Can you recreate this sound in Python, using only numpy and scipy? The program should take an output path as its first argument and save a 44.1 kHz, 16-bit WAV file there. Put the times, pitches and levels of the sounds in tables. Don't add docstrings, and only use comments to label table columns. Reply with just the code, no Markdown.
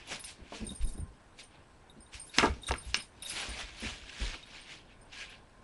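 import sys
import numpy as np
from scipy import signal
from scipy.io import wavfile
from scipy.ndimage import uniform_filter1d

SR = 44100
rng = np.random.default_rng(int(sys.argv[2]) if len(sys.argv) > 2 else 0)


def ratio(d):
    e = np.asarray(d, float) / 20
    return 10 ** e


def persist_wave(psi):
    counts = np.round(np.clip(psi, -1, 1) * 32767).astype(np.int16)
    wavfile.write(sys.argv[1], SR, np.atleast_2d(counts).T)


N = 248664


def evened(x):
    return x / np.sqrt(np.mean(x ** 2) + 1e-20)


def read(points, hz):
    f, value = np.transpose(points)
    return np.interp(np.log(hz + 1), np.log(f + 1), value)


def add(mix, s, sound):
    part = mix[round(s * SR):][:len(sound)]
    part += sound[:len(part)]


def resonate(x, hz, width):
    pole = np.exp((2j * np.pi * hz - np.pi * width) / SR)
    return 2 * signal.lfilter([1 - abs(pole)], [1, -pole], x).real


def frames(x, size):
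    return signal.stft(x, SR, nperseg=size, noverlap=3 * size // 4)


def joined(z, size):
    return signal.istft(z, SR, nperseg=size, noverlap=3 * size // 4)[1][:N]


def patches(hz, t, size):
    blotches = rng.standard_normal((len(t), len(hz))).T
    blotches = uniform_filter1d(blotches, size=size[0], axis=0)
    return evened(uniform_filter1d(blotches, size=size[1], axis=1))


# (frequency [Hz], relative level [dB per Hz])
FLOOR = [(12, -31), (20, 6), (133, -3.5), (174, -6.5), (239, -5.5), (398, -9), (910, -10.5), (1290, -17),
         (1510, -14), (4280, -36), (5440, -59), (8120, -28), (10900, -38), (11800, -64), (15300, -86),
         (22000, -120)]
FLOOR_DB = -58.5
WHINE_HZ, WHINE_DB = 1049, -74


def room_tone():
    hz, t, z = frames(rng.standard_normal(N), size=2048)
    colour_db = read(FLOOR, hz)[:, None]
    drift_db = 1.2 * patches(hz, t, size=(60, 10))
    hiss = joined(z * ratio(colour_db + drift_db), size=2048)
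    whine = resonate(rng.standard_normal(N), WHINE_HZ, 9)
    return ratio(FLOOR_DB) * evened(hiss) + ratio(WHINE_DB) * evened(whine)


ROOM_T60, ROOM_DB = 0.2, -15.5


def room(x):
    taps = np.zeros(SR // 3)
    at = np.arange(200, SR // 3 - 22, 22)
    at = at + rng.integers(0, 22, len(at))
    taps[at] = rng.choice([-1., 1.], len(at))
    taps *= ratio(-60 * np.arange(len(taps)) / SR / ROOM_T60)
    return signal.fftconvolve(x, taps / np.linalg.norm(taps))[:N]


# (time of fullest swell [s], swell level [dB], frequency [Hz], length before the haste factor [s])
THUDS = [(0.41, -49, 234.4, 0.046), (0.422, -44, 55, 0.012), (0.532, -45.5, 296, 0.026),
         (0.62, -38, 215, 0.038), (0.629, -35.5, 46.3, 0.027), (0.677, -45, 210, 0.0094),
         (0.68, -46, 52, 0.015), (0.717, -40.5, 200, 0.018), (0.724, -46.5, 73.4, 0.036),
         (0.811, -28.5, 39.3, 0.013), (0.841, -22, 32.3, 0.023), (0.86, -49.5, 231, 0.045),
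         (0.869, -27.5, 22.2, 0.036), (0.92, -34.5, 26, 0.035), (0.949, -42.5, 22.9, 0.046),
         (0.952, -49, 204, 0.013), (0.983, -39, 220, 0.0083), (0.999, -26.5, 58, 0.01),
         (1.019, -42.5, 148.4, 0.028), (1.027, -34.5, 66.5, 0.015), (1.091, -46, 53.5, 0.031),
         (1.976, -50, 225, 0.02), (2.002, -53, 60.4, 0.017), (2.154, -44, 61, 0.015),
         (2.387, -29.5, 261, 0.015), (2.412, -40, 59.5, 0.017), (2.435, -25, 281.5, 0.019),
         (2.465, -40, 316, 0.0023), (2.471, -29, 72, 0.0098), (2.505, -28, 65.4, 0.019),
         (2.563, -48, 231, 0.018), (2.59, -48, 50.7, 0.018), (2.712, -29, 62, 0.028),
         (2.724, -44, 258, 0.031), (2.881, -35.5, 58.3, 0.0336), (2.976, -52, 48, 0.012),
         (2.977, -46, 225, 0.0094), (3.375, -51, 47.7, 0.019), (3.489, -47.5, 245, 0.028),
         (3.5, -38.5, 56, 0.031), (3.646, -42, 44.7, 0.025), (3.723, -50, 54.6, 0.019),
         (3.829, -47, 60.4, 0.022), (3.838, -37.5, 224, 0.028), (3.865, -34, 64, 0.015),
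         (3.926, -43, 56, 0.017), (4.034, -46.5, 55, 0.021), (4.215, -42, 220, 0.028),
         (4.224, -27, 45.6, 0.02), (4.27, -33, 33.4, 0.029), (4.332, -41, 45, 0.0076),
         (4.348, -49.5, 256, 0.015)]


def thuds(haste=1.3, loose_hz=330, shudder_db=-11, linger=12.7):
    out = np.zeros(N)
    t = np.arange(SR // 3) / SR
    for s, db, hz, length in THUDS:
        u = haste * t / length
        swell = u ** 2 * np.exp(2 - 2 * u)
        turn, noise = rng.random(), rng.standard_normal(len(t))
        rumble = evened(resonate(resonate(noise, hz, 1.5 * hz), hz, 1.02 * hz))
        loose = min(hz / loose_hz, .9)
        tone = np.sin(2 * np.pi * (hz * t + turn))
        cycles = np.sqrt(1 - loose ** 2) * tone + loose * 0.59 * rumble
        shudder_t60 = linger * length + 0.08
        shudder = ratio(shudder_db - 60 * t / shudder_t60) * (1 - np.exp(-u ** 2)) * rumble
        add(out, s - length / haste, ratio(db) * (swell * cycles + shudder))
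    return out


# (frequency [Hz], split of the mode pair [Hz], t60 [s], fuzz [0-1])
BELL = [(3747, 11, 0.053, 1), (5090, 11, 0.1, 0.64), (8790, 27, 0.21, 0.7), (10170, 21, 0.15, 1),
        (11570, 30, 0.05, 0.4)]
# (time [s], strength [dB], place on the wall [turns], focus [dB], half the loss at the far side)
TINKLES = [(0.073, -60, 0.67, 19), (0.196, -45.0, 0.57, 4.5), (0.243, -40, 0.44, 6.5),
           (0.274, -48, 0.4, 18), (0.647, -48, 0.44, 18), (0.666, -37, 0.31, 12), (0.69, -32, 0.13, 17),
           (0.704, -38, 0.94, 12), (0.719, -48, 0.13, 8), (0.749, -45, 0.34, 9), (0.758, -40.0, 0.41, 18),
           (0.813, -47, 0.08, 19), (0.823, -56, 0.47, 4), (0.844, -49.5, 0.52, 3),
           (0.871, -44.5, 0.21, 6.5), (0.887, -51, 0.17, 4), (0.922, -53.5, 0.79, 15),
           (0.935, -47.5, 0.42, 17), (0.976, -56.5, 0.5, 1), (0.998, -49, 0.3, 13), (1.033, -62, 0.35, 19),
           (1.429, -53, 0.4, 11), (1.897, -46, 0.93, 19.5), (2.005, -47, 0.39, 20),
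           (2.063, -54.5, 0.15, 13), (2.155, -64, 0.63, 15), (2.197, -37.5, 0.36, 19),
           (2.213, -38.5, 0.42, 21), (2.266, -48, 0.55, 18), (2.295, -45, 0.88, 18),
           (2.617, -47.5, 0.22, 14), (2.633, -35, 0.0, 21), (2.667, -28, 0.09, 14),
           (2.676, -30.5, 0.14, 13), (2.693, -41, 0.09, 8), (2.738, -55.0, 0.92, 5),
           (2.76, -44.5, 0.45, 18), (2.78, -38.5, 0.43, 18), (2.83, -46, 0.89, 22),
           (2.849, -53.5, 0.61, 18), (2.893, -57, 0.34, 20), (2.968, -39.5, 0.34, 18),
           (3.002, -36, 0.51, 25), (3.019, -42.5, 0.46, 20), (3.222, -38, 0.06, 4.5),
           (3.249, -29, 0.88, 24), (3.26, -34.0, 0.99, 13), (3.296, -31.5, 0.5, 17), (3.308, -42, 0.83, 2),
           (3.4, -38.0, 0.51, 22), (3.49, -42.5, 0.41, 13), (3.758, -70, 0.34, 26), (3.799, -42, 0.56, 28),
           (3.813, -49, 0.34, 20), (4.214, -54, 0.34, 20), (4.43, -45.5, 0.0, 26), (4.46, -62, 0.55, 12),
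           (4.607, -57, 0.34, 20), (5.013, -52.5, 0.44, 32), (5.295, -65, 0.67, 15)]
# (place [turns], level [dB])
BELL_PLACES = [(0, 0), (0.52, -9.5), (.33, -1), (.67, 1), (0.71, -8)]


def bell(tick_db=-16, side_hz=8280, side_db=-19, jolt=0.97, waver=.0015):
    s, strength_db, place, focus_db = np.transpose(TINKLES)
    levels_db = [strength_db + db - focus_db * (1 - np.cos(2 * np.pi * (place - best)))
                 for best, db in BELL_PLACES]
    t = np.arange(N) / SR
    last = np.searchsorted(s, t) - 1
    struck = last >= 0
    since = abs(t - s[last])
    out = np.zeros(N)
    modes = [(*mode, db) for mode, db in zip(BELL, levels_db)]
    modes.append((side_hz, *BELL[0][1:], levels_db[0] + side_db))
    for hz, split_hz, t60, rolling, db in modes:
        phases = jolt * np.cumsum(rng.standard_normal((len(s), 2)), axis=0)
        one, two = np.exp(1j * phases[last].T)
        detune_hz = waver * hz * rng.standard_normal(len(s))[last]
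        detune = np.exp(2j * np.pi * detune_hz * since)
        a, b = uniform_filter1d(rng.standard_normal((2, N)), size=150)
        fuzz = rolling * (evened(a) + 1j * evened(b)) / 2
        partner = .4 * two * np.exp(2j * np.pi * split_hz * since)
        decay = ratio(db[last] - 60 * since / t60) * struck
        swing = decay * detune * (one + partner + fuzz)
        softened = signal.lfilter([.02], [1, -.98], swing)
        out += (softened * np.exp(2j * np.pi * hz * t)).real
    tick_level_db = np.max(levels_db, axis=0)[last] + tick_db
    ticks = ratio(tick_level_db - 60 * since / .006) * struck * rng.standard_normal(N)
    return out + resonate(ticks, 6500, 5000)


# (frequency [Hz], width before each drive's factor [Hz], level [dB])
HOLLOW = [(220, 17, 13), (400, 78, 3.5), (462.5, 27, 0), (664, 61, -2.5), (915, 62, -1), (1130, 250, 3),
          (1347, 180, 4), (1640, 120, -2), (2210, 240, 4), (2800, 114, 4.5), (3030, 220, 0.5),
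          (3740, 660, 4.5), (5320, 47, 3), (5930, 180, 2.5), (8320, 220, -22)]
# (time [s], crack level [dB], crack centre [Hz], rattle level [dB], rattle t60 [s])
KNOCKS = [(0.24, -42, 4520, -46, 0.051), (.522, -42.5, 650, -42.5, 0.18), (0.812, -56, 3000, -58, .05),
          (1.389, -48, 2580, -49, 0.036), (2.133, -51, 2710, -54, 0.044), (2.385, -11, 2800, -24, 0.25),
          (2.386, -25.5, 1300, -30, 0.09), (2.393, -28, 2710, -47, 0.031), (2.409, -48, 1300, -48, 0.13),
          (2.429, -23.5, 1060, -20.5, 0.14), (2.457, -31.5, 3460, -57, 0.043),
          (2.47, -40, 362, -35.5, 0.11), (2.54, -51, 4000, -56, .05), (2.685, -40, 1450, -38, 0.044),
          (2.709, -24, 960, -31, 0.1), (2.719, -28.5, 3370, -43, 0.044), (2.739, -30.5, 1640, -41.5, 0.22),
          (2.944, -17, 3000, -32, 0.088), (2.948, -34.5, 4500, -33, 0.021), (3.226, -52, 3460, -48, .04),
          (3.296, -53, 4500, -47, 0.033), (3.2998, -56, 4200, -40, 0.055), (3.307, -57, 4000, -51, .03),
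          (4.037, -47.5, 1300, -60, .04), (4.094, -43, 2800, -46, 0.028), (4.341, -42.5, 1380, -40, 0.03),
          (4.428, -48, 4050, -62.5, 0.038), (5.126, -54, 3330, -47.5, .05)]
SINK_OCTAVES_PER_DB = .035


def ring_hollow(drive, centre_hz, octaves, wide):
    rung = np.zeros(len(drive))
    for k, (hz, width, mode_db) in enumerate(HOLLOW):
        off_centre = np.log2(hz / centre_hz) / octaves
        gain = (-1) ** k * ratio(mode_db - 4.1 * off_centre ** 2)
        rung += gain * resonate(drive, hz, wide * width) / np.sqrt(width)
    return rung / np.sqrt(uniform_filter1d(rung ** 2, size=100).max())


def knocks(soft_octaves=0.19, rattle_octaves=0.66, click_db=10, rebound=0.65, top_hz=7000):
    out = np.zeros(N)
    t = np.arange(SR // 4) / SR
    for s, crack_db, crack_hz, rattle_db, t60 in KNOCKS:
        a, b, lumps = rng.standard_normal((3, len(t)))
        crack = (a + 7 * (t == 0)) * ratio(-60 * t / .009)
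        crack_octaves = soft_octaves + .035 * max(crack_db + 40.5, 0)
        rattle_hz = crack_hz * 2 ** (-SINK_OCTAVES_PER_DB * max(crack_db + 35.5, 0))
        lumps_db = 2.8 * evened(uniform_filter1d(lumps, size=90))
        rattle = b * ratio(-60 * t / t60 + lumps_db) * (1 - np.exp(-t / 0.00098))
        u = (t - .0003) * crack_hz * 5
        push = np.exp(-u ** 2) - rebound / 3 * np.exp(-(u / 3) ** 2)
        add(out, s, ratio(crack_db + click_db) * push)
        add(out, s, ratio(crack_db) * ring_hollow(crack, crack_hz, crack_octaves, wide=2.2))
        add(out, s, ratio(rattle_db) * ring_hollow(rattle, rattle_hz, rattle_octaves, wide=1.1))
    return signal.lfilter(*signal.butter(3, top_hz, fs=SR), out)


# (time of peak [s], peak level [dB], rise [s], fall [s], brightness [dB per octave above the knee])
CRUSHES = [(0.0, -53.5, .05, 0.12, -6), (0.123, -42, .07, 0.1, 1), (.29, -52.5, 0.1, 0.096, 4.5),
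           (.48, -61.5, 0.24, 0.12, -6), (0.556, -50.5, 0.095, 0.16, 0), (.7, -65.5, 0.15, 0.2, 8),
           (.831, -58, 0.051, 0.021, 2.5), (.9, -71.5, 0.13, 0.12, 20.5), (1.398, -53.5, 0.031, 0.075, 2.5),
           (1.55, -66.5, 0.13, 0.13, -5.5), (2.146, -48.5, 0.032, 0.083, 1), (2.27, -72, .15, .2, 14.5),
           (2.346, -47.5, 0.017, 0.11, -0.5), (2.391, -43.5, 0.063, 0.12, 7.5),
           (2.44, -42.5, 0.094, 0.09, -1), (2.56, -63, .15, 0.11, -0.2), (2.65, -64, .08, 0.092, 7),
           (2.69, -43, 0.02, 0.018, 4.5), (2.74, -57, 0.079, .13, -1), (2.9, -56.5, 0.17, 0.082, 2.5),
           (2.96, -45, 0.041, 0.097, 4.5), (3.007, -47, .1, 0.017, -15), (3.24, -59, 0.055, 0.13, -13),
           (3.29, -53.5, 0.07, 0.3, 18.5), (3.39, -42, 0.18, 0.33, 0), (3.609, -42.5, 0.12, 0.068, -1.5),
           (3.69, -51, 0.087, 0.083, -4.5), (3.871, -44, 0.19, .2, -1), (4.09, -54, 0.21, 0.45, -3),
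           (4.24, -44, 0.2, 0.21, -1.5), (4.34, -46.5, 0.15, 0.057, -4.5), (4.56, -52, 0.2, 0.18, -4),
           (4.73, -50, 0.15, 0.12, -3), (4.92, -63.5, 0.15, 0.075, -7.5), (5.135, -52, 0.033, 0.22, -4.5),
           (5.21, -46, 0.11, 0.11, -3.5), (5.31, -54.5, 0.11, 0.12, -6)]
FADE_DB, FADE_POWER = 23, 1.2
REST_DB, REST_BRIGHT_DB = -76, 2
SWISH_FROM_DB, SWISH_SLOPE, SWISH_LEAST_DB = -43.5, 1.76, -6.5


def crushing(t):
    s, peak_db, rise, fall, bright_db = np.transpose(CRUSHES)[:, :, None]
    away = np.where(t < s, (s - t) / rise, (t - s) / fall)
    power = ratio(peak_db - FADE_DB * away ** FADE_POWER) ** 2
    rest = ratio(REST_DB) ** 2
    total = power.sum(0) + rest
    brightness = ((power * bright_db).sum(0) + rest * REST_BRIGHT_DB) / total
    force = ((power * peak_db).sum(0) + rest * SWISH_FROM_DB) / total
    return 10 * np.log10(total), brightness, force


# (frequency [Hz], relative level [dB per Hz])
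BAG = [(300, -8.5), (700, -6), (1350, -8.5), (1600, -3), (1950, -6.5), (2300, -0.5), (3700, -3.5),
       (5200, -7.5), (8000, -14.5), (10900, -19.5), (11900, -64)]
# (time [s], level [dB])
POCKET = [(0.0, -11), (2.3, -5), (2.459, 17), (2.6, -13), (3.4, -10.5), (4.2, -3.5), (4.4, -18), (4.6, -6),
          (4.75, -13.5), (5.149, 4.5), (5.64, 6.5)]
BAG_KNEE_HZ, SWISH_HZ, POCKET_HZ, POCKET_WIDTH_HZ = 3000, 1300, 1637, 60
OVERTONE, OVERTONE_DB = 1.398, -12.5
CREASES_PER_S = 9000


def bag(spread_db=1.5, smooth=0.66, patchy_db=2.0):
    size = ratio(spread_db * np.minimum(rng.exponential(1, N), 5))
    creases = size * rng.standard_normal(N) * (rng.random(N) < CREASES_PER_S / SR)
    rustle = evened(evened(creases) + smooth * rng.standard_normal(N))
    hz, t, z = frames(rustle, size=256)
    level_db, bright_db, force_db = crushing(t)
    colour = ratio(read(BAG, hz))
    colour /= np.sqrt(np.mean(colour ** 2 * (hz > 1500) * (hz < 3400)))
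    high_db = np.log2(np.maximum(hz, BAG_KNEE_HZ) / BAG_KNEE_HZ)[:, None] * bright_db
    swish_db = np.maximum(SWISH_SLOPE * (force_db - SWISH_FROM_DB), SWISH_LEAST_DB)
    low_db = swish_db / (1 + (hz[:, None] / SWISH_HZ) ** 6)
    uneven_db = patchy_db * patches(hz, t, size=(4, 14))
    out = joined(z * colour[:, None] * ratio(level_db + high_db + low_db + uneven_db), size=256)
    ring = resonate(out, POCKET_HZ, POCKET_WIDTH_HZ)
    ring += ratio(OVERTONE_DB) * resonate(out, OVERTONE * POCKET_HZ, POCKET_WIDTH_HZ)
    ring_db = np.interp(np.arange(N) / SR, *np.transpose(POCKET))
    return out + ratio(ring_db) * ring


def scene():
    air = bag() + bell() + knocks()
    mix = air + ratio(ROOM_DB) * room(air) + thuds() + room_tone()
    return mix[None]


def low_pass(x):
    return signal.sosfilt(signal.butter(12, 12020, fs=SR, output="sos"), x)


def record(dry):
    return low_pass(dry)


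dry = scene()
out = record(dry)
persist_wave(out)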